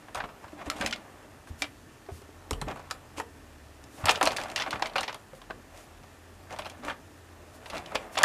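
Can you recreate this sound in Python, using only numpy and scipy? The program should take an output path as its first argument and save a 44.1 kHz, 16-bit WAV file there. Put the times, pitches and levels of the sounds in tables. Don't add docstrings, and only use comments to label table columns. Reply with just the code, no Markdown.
import sys
import numpy as np
from scipy import signal
from scipy.fft import rfft, irfft, next_fast_len
from scipy.io import wavfile
from scipy.ndimage import uniform_filter1d

SR = 44100
rng = np.random.default_rng(int(sys.argv[2]) if len(sys.argv) > 2 else 0)


def level_to_linear(level):
    exponent = np.asarray(level, float) / 20
    return 10 ** exponent


def bounce(signal):
    frames = np.transpose(np.atleast_2d(signal))
    limited = np.clip(frames, -1, 1)
    pcm = np.round(limited * 32767).astype(np.int16)
    wavfile.write(sys.argv[1], SR, pcm)


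N = 363384


def evened(x):
    return x / np.sqrt(np.mean(x ** 2) + 1e-20)


def read(points, hz):
    f, value = np.transpose(points)
    return np.interp(np.log(hz + 1), np.log(f + 1), value)


def add(mix, s, sound):
    part = mix[round(s * SR):][:len(sound)]
    part += sound[:len(part)]


def colour(x, points):
    size = next_fast_len(len(x))
    gain = level_to_linear(read(points, np.fft.rfftfreq(size, 1 / SR)))
    return irfft(rfft(x, size) * gain, size)[:len(x)]


def resonate(x, hz, width_hz):
    turn = np.exp(2j * np.pi * np.cumsum(hz * np.ones(len(x))) / SR)
    r = np.exp(-np.pi * width_hz / SR)
    return 2 * (turn * signal.lfilter([1 - r], [1, -r], x / turn)).real


def band(x, lo_hz, hi_hz):
    y = signal.sosfilt(signal.butter(2, [lo_hz, hi_hz], "band", fs=SR, output="sos"), x)
    return y / np.abs(y).max()


def clicks(per_s, spread_db):
    size = level_to_linear(spread_db * np.minimum(rng.exponential(1, N), 4)) * rng.choice([-1., 1.], N)
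    return evened(size * (rng.random(N) < per_s / SR))


def room_hiss():
    # hz, level_db_per_hz
    air_spectrum = [(13, -43), (22, -25), (84, -6.5), (138, -9.5), (168, -17.5), (282, -8), (382, -14),
                    (438, -12), (475, -17.5), (1420, -21), (1770, -20.5), (2270, -28), (10800, -35.5),
                    (15500, -41.5)]
    level_db = -54
    frames, hz = N // 512 + 5, np.fft.rfftfreq(2048, 1 / SR)
    a, b, patches = rng.standard_normal((frames, 1025, 3)).T
    patches_db = evened(uniform_filter1d(uniform_filter1d(patches, 20, 0), 8, 1))
    z = (a + 1j * b) * level_to_linear(read(air_spectrum, hz)[:, None] + patches_db)
    return level_to_linear(level_db) * evened(signal.istft(z, nperseg=2048, noverlap=1536)[1][:N])


def hum():
    # time_s, pitch_hz, level_db, half_tone_db
    hum_track = [(0, 89.2, -74.5, -64), (2.75, 85.9, -59, -65), (3.35, 80, -56.5, -64),
                 (3.85, 68.7, -56, -69), (4.199, 83.5, -81, -78), (5.6, 84.6, -69, -59.5),
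                 (5.899, 83.5, -58.5, -59), (6.5, 87.3, -55, -62), (6.9, 83.8, -59, -70),
                 (7.498, 83.5, -57.5, -62), (8.24, 87, -70, -66)]
    s, *columns = np.transpose(hum_track)
    hum_hz, hum_db, half_db = (np.interp(np.arange(N) / SR, s, c) for c in columns)
    waver = evened(uniform_filter1d(uniform_filter1d(rng.standard_normal(N), size=4000), size=4000))
    phase = 2 * np.pi * np.cumsum(hum_hz + 1.2 * waver) / SR
    tone = np.sqrt(2) * level_to_linear(hum_db + 0.68 * waver) * np.sin(phase)
    half = resonate(resonate(rng.standard_normal(N), hum_hz / 2, 7.3), hum_hz / 2, 7.8)
    whine = level_to_linear(-73) * evened(resonate(rng.standard_normal(N), 1800, 12))
    return tone + level_to_linear(half_db) * evened(half) + whine


def squeaks():
    # start_s, length_s, top_hz, end_droop_hz, level_db
    whistles = [
        (.235, .2, 13450, 1900, -76),
        (2.6, .18, 13100, 1700, -76),
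        (6.37, .12, 13600, 1100, -77),
        (6.485, .075, 13350, 700, -78),
    ]
    lean = .75
    out = np.zeros(N)
    for s, length_s, top_hz, droop_hz, db in whistles:
        arch = np.sin(np.pi * np.linspace(0, 1, int(length_s * SR)) ** lean)
        hz = top_hz - droop_hz * (1 - arch)
        tone = np.sin(2 * np.pi * np.cumsum(hz) / SR)
        add(out, s, np.sqrt(2) * level_to_linear(db) * np.sqrt(abs(arch)) * tone)
    return out


def swishes():
    # start_s, length_s, level_db
    brushes = [(1.455, 0.067, -59.5), (1.568, 0.079, -53), (7.63, 0.096, -59), (2.07, 0.18, -58.5),
               (3.857, 0.25, -57.5), (5.32, 0.089, -62), (5.69, 0.23, -61), (7.517, 0.076, -58.5),
               (8.102, 0.083, -53)]
    level, hiss = np.zeros(N), evened(band(rng.standard_normal(N), 2300, 11800))
    for s, length_s, db in brushes:
        add(level, s, level_to_linear(db) * np.hanning(int(length_s * SR)))
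    return level * hiss


def struck_wall(blows):
    puff_hz = 900
    out, t = np.zeros(N), np.arange(12000) / SR
    draws = rng.standard_normal((len(blows), len(t)))
    for (s, db, hz, t60_s), noise in zip(blows, draws):
        shape = level_to_linear(-60 * t / max(t60_s, .02)) * np.minimum(t * hz / 0.44, 1)
        swing = np.sin(2 * np.pi * hz * t) * shape
        puff = np.clip(hz / puff_hz, .3, 1.1) * band(noise * shape, 0.69 * hz, 2.36 * hz)
        add(out, s, level_to_linear(db + 2.5) * (swing + puff))
    return out


def thumps():
    # start_s, peak_db, pitch_hz, t60_s
    paw_thumps = [(0.24, -36, 155, 0.03), (0.662, -34, 65.5, 0.11), (0.673, -34.5, 287, 0.097),
                  (0.804, -25.5, 214, 0.033), (0.841, -39, 89.5, 0.15), (.845, -29.5, 230, 0.053),
                  (1.502, -29.5, 78, 0.075), (.53, -36.5, 300, .04), (.755, -36, 250, .05),
                  (4.82, -37, 324, 0.069), (4.68, -40, 278, 0.059), (1.616, -41.5, 287, 0.18),
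                  (2.087, -37.5, 392, 0.12), (2.088, -39.5, 697, 0.11), (2.217, -42, 413, 0.039),
                  (2.29, -40, 388, 0.025), (2.115, -33, 84, 0.097), (2.509, -27, 458, 0.047),
                  (2.516, -20, 59.6, 0.05), (2.537, -34, 41, 0.3), (2.62, -26.5, 151, 0.064),
                  (2.66, -38, 72, 0.18), (2.633, -40, 45, 0.13), (3.179, -33.5, 300, 0.046),
                  (4.035, -24, 96, 0.11), (4.211, -47, 44.5, 0.19), (4.737, -33.5, 113, 0.044),
                  (5.326, -44.5, 146, 0.086), (5.332, -41, 532, 0.072), (6.792, -45.5, 246.4, 0.42),
                  (6.85, -42.5, 292, 0.2), (7.95, -42.5, 263, 0.16)]
    return struck_wall(paw_thumps)


def knocks():
    # start_s, peak_db, pitch_hz, t60_s
    tray_knocks = [(3.199, -33.5, 950, 0.039), (3.197, -31, 472, 0.057), (4.96, -27.5, 560, 0.08),
                   (.701, -32, 4300, 0.017), (2.67, -35, 290, 0.086), (4.093, -12.5, 910, 0.017),
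                   (4.23, -31.5, 283, 0.096), (4.2725, -15, 665, 0.033), (1.621, -25.5, 2350, 0.054),
                   (4.822, -27.5, 2280, 0.032), (6.9, -34, 876, 0.029), (.7, -25, 1340, .03),
                   (.927, -31, 1450, .04), (.93, -39, 2580, .03), (.862, -32, 2470, 0.034),
                   (1.621, -28.5, 1200, 0.029), (2.684, -37, 2500, .02), (2.712, -40, 2500, .02),
                   (2.91, -29.5, 1290, 0.031), (4.729, -32, 1350, 0.031), (4.823, -26.5, 800, 0.054),
                   (4.212, -26, 1260, .04), (0.48, -46, 1080, 0.046), (2.617, -36, 1130, .03),
                   (.812, -27, 1570, .04), (0.91, -33, 3100, .02), (2.615, -34, 4000, 0.022),
                   (4.04, -35.5, 277, 0.086), (2.512, -31, 286, 0.062)]
    return struck_wall(tray_knocks)


def rustle():
    # time_s, level_db
    stir = [(0.0, -52), (0.6, -49), (0.8, -37.5), (1.05, -47.5), (1.99, -61), (2.81, -47), (3.29, -59),
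            (4.0, -51.5), (4.23, -38.5), (4.95, -44.5), (5.17, -56), (5.78, -55), (6.41, -54), (6.73, -47),
            (7.0, -57.5), (7.62, -49), (7.87, -41.5), (8.22, -46.5)]
    # start_s, length_s, tray_body_db, grit_rel_db
    scrapes = [(3.966, 0.12, -49.5, -16), (5.708, 0.14, -58, -6), (7.896, 0.065, -52, -29),
               (8.139, 0.034, -48.5, -8), (0.148, 0.057, -38, -16), (0.228, 0.035, -41, -30),
               (0.424, 0.043, -55, -24), (0.577, 0.028, -45, -30), (0.601, 0.035, -40.5, -28),
               (0.65, 0.046, -45.5, -10), (0.804, 0.071, -36.5, -19), (2.666, 0.067, -37, -24),
               (3.155, 0.071, -46.5, 1), (4.952, 0.025, -45, -3), (4.102, 0.021, -39, 12),
               (7.962, 0.12, -59.5, -4), (5.5, 0.014, -37.5, -28), (6.494, 0.064, -43, -13),
               (6.825, 0.11, -39, -14.5), (7.716, 0.097, -38.5, -12.5), (7.946, 0.018, -33, -6),
               (4.061, 0.067, -38, -14), (4.147, 0.047, -49, -10), (4.21, 0.072, -37, -16),
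               (4.3, 0.044, -47, -10), (4.367, 0.098, -46, -10), (4.47, 0.078, -51.5, -14),
               (4.557, 0.084, -44.5, -12), (4.661, 0.035, -44, -18), (4.712, .07, -45, -15),
               (4.823, 0.065, -43, -14), (4.966, 0.082, -43, -14), (5.078, 0.038, -47, -16),
               (6.582, 0.038, -44, -13), (6.656, 0.027, -44, -13), (8.17, 0.066, -39, -18)]
    # hz, level_db_per_hz
    body_spectrum = [(200, -5), (480, -4), (600, 3.5), (1270, -5.5), (2500, -12), (4000, -25), (8000, -50)]
    # hz, level_db
    grit_spectrum = [(1200, -40), (2500, 10), (4000, -2.5), (7000, 1.5), (11000, -8), (15000, -16)]
    # pitch_hz, width_hz, level_db
    tray_modes = [(660, 30, -9), (875, 38, 16.5), (1156, 60, 24), (1650, 140, 30.5), (2480, 520, -17),
                  (3270, 98, 19)]
    grit_rest_db, grit_knee_db, grit_rise = -62.5, -43, 3
    stir_db = np.interp(np.arange(N) / SR, *np.transpose(stir))
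    grit_db = grit_rest_db + grit_rise * np.maximum(stir_db - grit_knee_db, 0)
    body_level, grit_level = level_to_linear(stir_db - 5.5), level_to_linear(grit_db - 4.5)
    for s, length_s, db, rel_db in scrapes:
        stroke = np.sin(np.linspace(0, np.pi, int(length_s * SR))) ** 0.79
        add(body_level, s, level_to_linear(db) * stroke)
        add(grit_level, s, level_to_linear(db + rel_db) * stroke ** 2)
    taps = clicks(1800, 2.0)
    rings = np.zeros(N)
    for k, (hz, width_hz, db) in enumerate(tray_modes):
        rings += (-1) ** k * level_to_linear(db) * resonate(taps, hz, width_hz)
    body = evened(evened(colour(taps, body_spectrum)) + 0.39 * evened(rings))
    grit = evened(colour(clicks(1500, 2.4), grit_spectrum))
    return body_level * body + grit_level * grit


def cracks():
    # start_s, peak_db, tray_body_rel_db, sparkle_rel_db
    step_cracks = [(0.0828, -42, 0, -53), (0.1465, -26.5, 0, -7), (0.1744, -34.5, 3, -21),
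                   (0.2017, -23, -5.5, -39), (0.218, -39, 0, -45), (0.238, -35.5, 4, -36),
                   (0.4403, -51.5, 14, -7), (0.5907, -48.5, 7, -12), (0.6997, -21.5, -49, -12),
                   (0.712, -29, -12, -41), (0.8054, -36, -4, -40), (0.8099, -19, -9, -14),
                   (0.8229, -22, -23, -31), (0.8374, -27, -11, -17), (0.8612, -15, -42, -10.5),
                   (0.9255, -18.5, -39, -24), (0.9333, -20.5, -29, -28), (1.6202, -13, -12.5, -12),
                   (1.641, -25, -13, -28), (2.5086, -21, -1.5, -4), (2.5305, -26, -6, -11),
                   (2.614, -23.5, -2.5, -8), (2.6694, -40, -12, -20), (2.684, -41, -12, -20),
                   (2.7112, -40, -6, -29), (2.7591, -38, 3.5, -10.5), (2.771, -39.5, 2, -10),
                   (2.9019, -32, -10, -16), (2.9098, -22, -7.5, -8), (3.1992, -35, 10.5, -2.5)]
    dig_cracks = [(3.8394, -48, -10, -0.5), (4.0397, -30.5, 2.5, -22), (4.0557, -12.5, -7.5, -6),
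                  (4.0694, -18.5, -1, -20), (4.0826, -9.5, -5, -18), (4.0926, -6.5, -8, -14),
                  (4.107, -19, -8, -8), (4.1485, -24, -29, -19), (4.1564, -20, -20, -14),
                  (4.2108, -16.5, 3, -16), (4.2278, -8.5, -5.5, -8), (4.2544, -22, -6, 1.5),
                  (4.2722, -9.5, -10.5, -13), (4.2904, -41, -8, -27), (4.3066, -23, -16, -28),
                  (4.3174, -24.5, -2.5, -9), (4.3294, -25, -4.5, -14), (4.364, -21, -13, -12),
                  (4.3684, -22, -12, -5.5), (4.3834, -21, -6.5, -26), (4.4004, -27.5, -34, -19),
                  (4.4134, -25, -12, -13), (4.4354, -26, -7, -9), (4.4564, -34.5, 4.5, -23),
                  (4.4834, -35, -13, -12), (4.4994, -29, -22, -12), (4.5154, -35.5, -16, -4)]
    rake_cracks = [(4.56, -13, -19, -10), (4.5775, -18, -13, -19), (4.5884, -22, -11, -16),
                   (4.5984, -18, -11.5, -23), (4.6103, -21.5, -7, -18), (4.6206, -15, -35, -21),
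                   (4.6347, -32, 2, -16), (4.6618, -30, 2, -23), (4.674, -31.5, 3, -33),
                   (4.707, -20.5, -14, -11), (4.728, -21.5, -4, -31), (4.7564, -27.5, -6, -26),
                   (4.8219, -18.5, -3, -35), (4.8573, -19.5, -10, -24), (4.896, -37, -4, -20),
                   (4.9566, -15.5, -6.5, -40), (4.9814, -11.5, -9, -18), (4.996, -34, -1, -32),
                   (5.0077, -26.5, -3, -2.5), (5.031, -19, -6.5, -14), (5.079, -20.5, -7, -20.5),
                   (5.091, -36, 4.5, -30), (5.1272, -31, -4, -12), (5.144, -25.5, -7, -12.5)]
    settle_cracks = [(5.416, -36, -4, -13.5), (5.506, -29, -3.5, -33), (5.774, -42, -10, -6.5),
                     (6.0342, -43, -2, -15), (6.5251, -32, -7, -11), (6.5874, -25.5, -3.5, -7.5),
                     (6.5915, -25, -3.5, -17), (6.6194, -31, -6.5, -27), (6.656, -30, -1, -15),
                     (6.664, -29, -17, -19), (6.6977, -34, -17, -6), (6.8487, -31.5, -7, -7.5),
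                     (6.881, -25.5, -1.5, -35), (7.6994, -27.5, -9, -9.5), (7.7318, -31, -2, -19),
                     (7.7477, -30, -11, -20), (7.767, -27, -18, -22), (7.7794, -26, -12, -13.5),
                     (7.86, -29, -14, -15), (7.9538, -16, -4, -22), (8.1538, -25.5, -11, -19),
                     (8.1705, -23.5, 1, -23), (8.1864, -11.5, -6, -12.5), (8.198, -35, 5, -31),
                     (8.2085, -26, 4.5, -25), (8.22, -22.5, 1, -20), (8.2324, -9.5, -6.5, -3),
                     (8.2364, 0, -15, -34.5)]
    stray_cracks = [(0.155, -27, -2, -9), (0.287, -47.5, 8, -18), (0.5207, -47, -4, -9),
                    (0.612, -43, 1, -19), (0.6589, -38, -1, -6.5), (0.7642, -37, -15, -8),
                    (0.784, -36, 0.5, -5.5), (0.8724, -23.5, -10, -10), (0.9594, -33.5, -11, -13),
                    (1.472, -39.5, -4.5, -14), (2.0635, -46, -3, -16), (2.2184, -45.5, -5, -5.5),
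                    (2.7935, -40, 3, -12), (3.1802, -31, -2.5, -12), (4.1747, -33, 6.5, -8),
                    (4.2364, -24, -3, -9), (4.2613, -13.5, -7.5, -18), (4.7947, -38, 4.5, -8),
                    (4.869, -31, -10, -10), (4.9344, -34, -7, -16), (4.9604, -18.5, -8, -19),
                    (5.3507, -45.5, -10, -7), (6.5066, -35, -10, -15), (6.562, -35, -2.5, -13),
                    (6.647, -32, -7, -15), (6.8267, -43, -14, -21), (6.8354, -37.5, -4, -18),
                    (6.8974, -26, -3, -30), (6.9104, -36, -5, -17), (7.658, -33, -6, -15),
                    (7.9184, -42.5, 10, -6), (8.1759, -13, -10, -17.5)]
    snap_hz, snap_hz_per_db, snap_spread = 2672, 35.5, .07
    first_t60_s, first_share, rise_s = .012, 2.2, .001
    swarm_t60_s, swarm_spread_db = 0.061, 2.5
    lump_db, grain_db = 2.2, 4.0
    ring_spread_db, ring_width_hz = 2.5, 284
    sparkle_t60_s = 0.084
    crack_gain_db, body_gain_db, sparkle_gain_db = -1, 3.5, 5.5

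    out, t = np.zeros(N), np.arange(5000) / SR
    rows = step_cracks + dig_cracks + rake_cracks + settle_cracks + stray_cracks
    draws = rng.standard_normal((len(rows), 2, len(t)))
    for (s, db, body_db, sparkle_db), (noise, lumps) in zip(rows, draws):
        hz = max(snap_hz + snap_hz_per_db * (sparkle_db - body_db / 2), 1200) * (1 + snap_spread * noise[-1])
        t60_s = swarm_t60_s * level_to_linear(swarm_spread_db * lumps[-1])

        swarm_db = lump_db * evened(uniform_filter1d(lumps, size=40)) + grain_db * abs(lumps[::-1])
        swarm = evened(noise * level_to_linear(swarm_db)) * level_to_linear(-60 * t / max(t60_s, .01))
        first = first_share * noise * level_to_linear(-60 * t / first_t60_s)
        burst = (swarm + first) * np.minimum(t / rise_s, 1)

        rings = sum(resonate(burst, hz * level_to_linear(ring_spread_db * n), ring_width_hz) for n in noise[-4:-1])
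        snap = band(band(burst + rings, 0.19 * hz, 2.08 * hz), 0.46 * hz, 3.53 * hz)

        body = band(burst * np.minimum(t / 0.004, 1), 588, 1470)

        sparkle_lumps = np.roll(evened(uniform_filter1d(lumps, size=60)), 999)
        sparkle = band(burst * level_to_linear(lump_db * sparkle_lumps - 60 * t / sparkle_t60_s), 3160, 10000)
        sparkle = signal.lfilter([1], [1, -.45], sparkle)

        crack = snap + level_to_linear(body_db + body_gain_db) * body + level_to_linear(sparkle_db + sparkle_gain_db) * sparkle
        add(out, s, level_to_linear(db + crack_gain_db) * crack)
    return out


def cage(x):
    # hz, t60_s
    decay = [(300, 0.64), (700, 0.2), (2000, 0.21), (6000, 0.12), (14000, 0.28)]
    taps = np.zeros(SR // 2)
    at = np.arange(100, len(taps) - 20, 20)
    taps[at + rng.integers(0, 20, len(at))] = rng.choice([-1., 1.], len(at))
    hz, t, z = signal.stft(taps, SR, nperseg=128)
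    tail = signal.istft(z * level_to_linear(-60 * t / read(decay, hz)[:, None]), SR, nperseg=128)[1]
    return signal.fftconvolve(x, tail / np.linalg.norm(tail))[:N]


def scene():
    near = swishes() + thumps() + knocks() + rustle() + cracks()
    room = room_hiss() + hum()
    return (near + level_to_linear(-10.0) * cage(near) + room + squeaks())[None]


def top_cut(x):
    return signal.sosfilt(signal.butter(12, 16010, fs=SR, output="sos"), x)


def record(dry):
    ceiling, edge_hz = .75, 14980
    edge = signal.firwin(255, edge_hz, window=("kaiser", 4), fs=SR)
    thinned = signal.sosfilt(signal.butter(N=2, Wn=30, btype="high", fs=SR, output="sos"), dry)
    limited = ceiling * np.tanh(thinned / ceiling)
    mix = signal.oaconvolve(limited, edge[None], "same")
    return top_cut(mix)


dry = scene()
out = record(dry)
bounce(out)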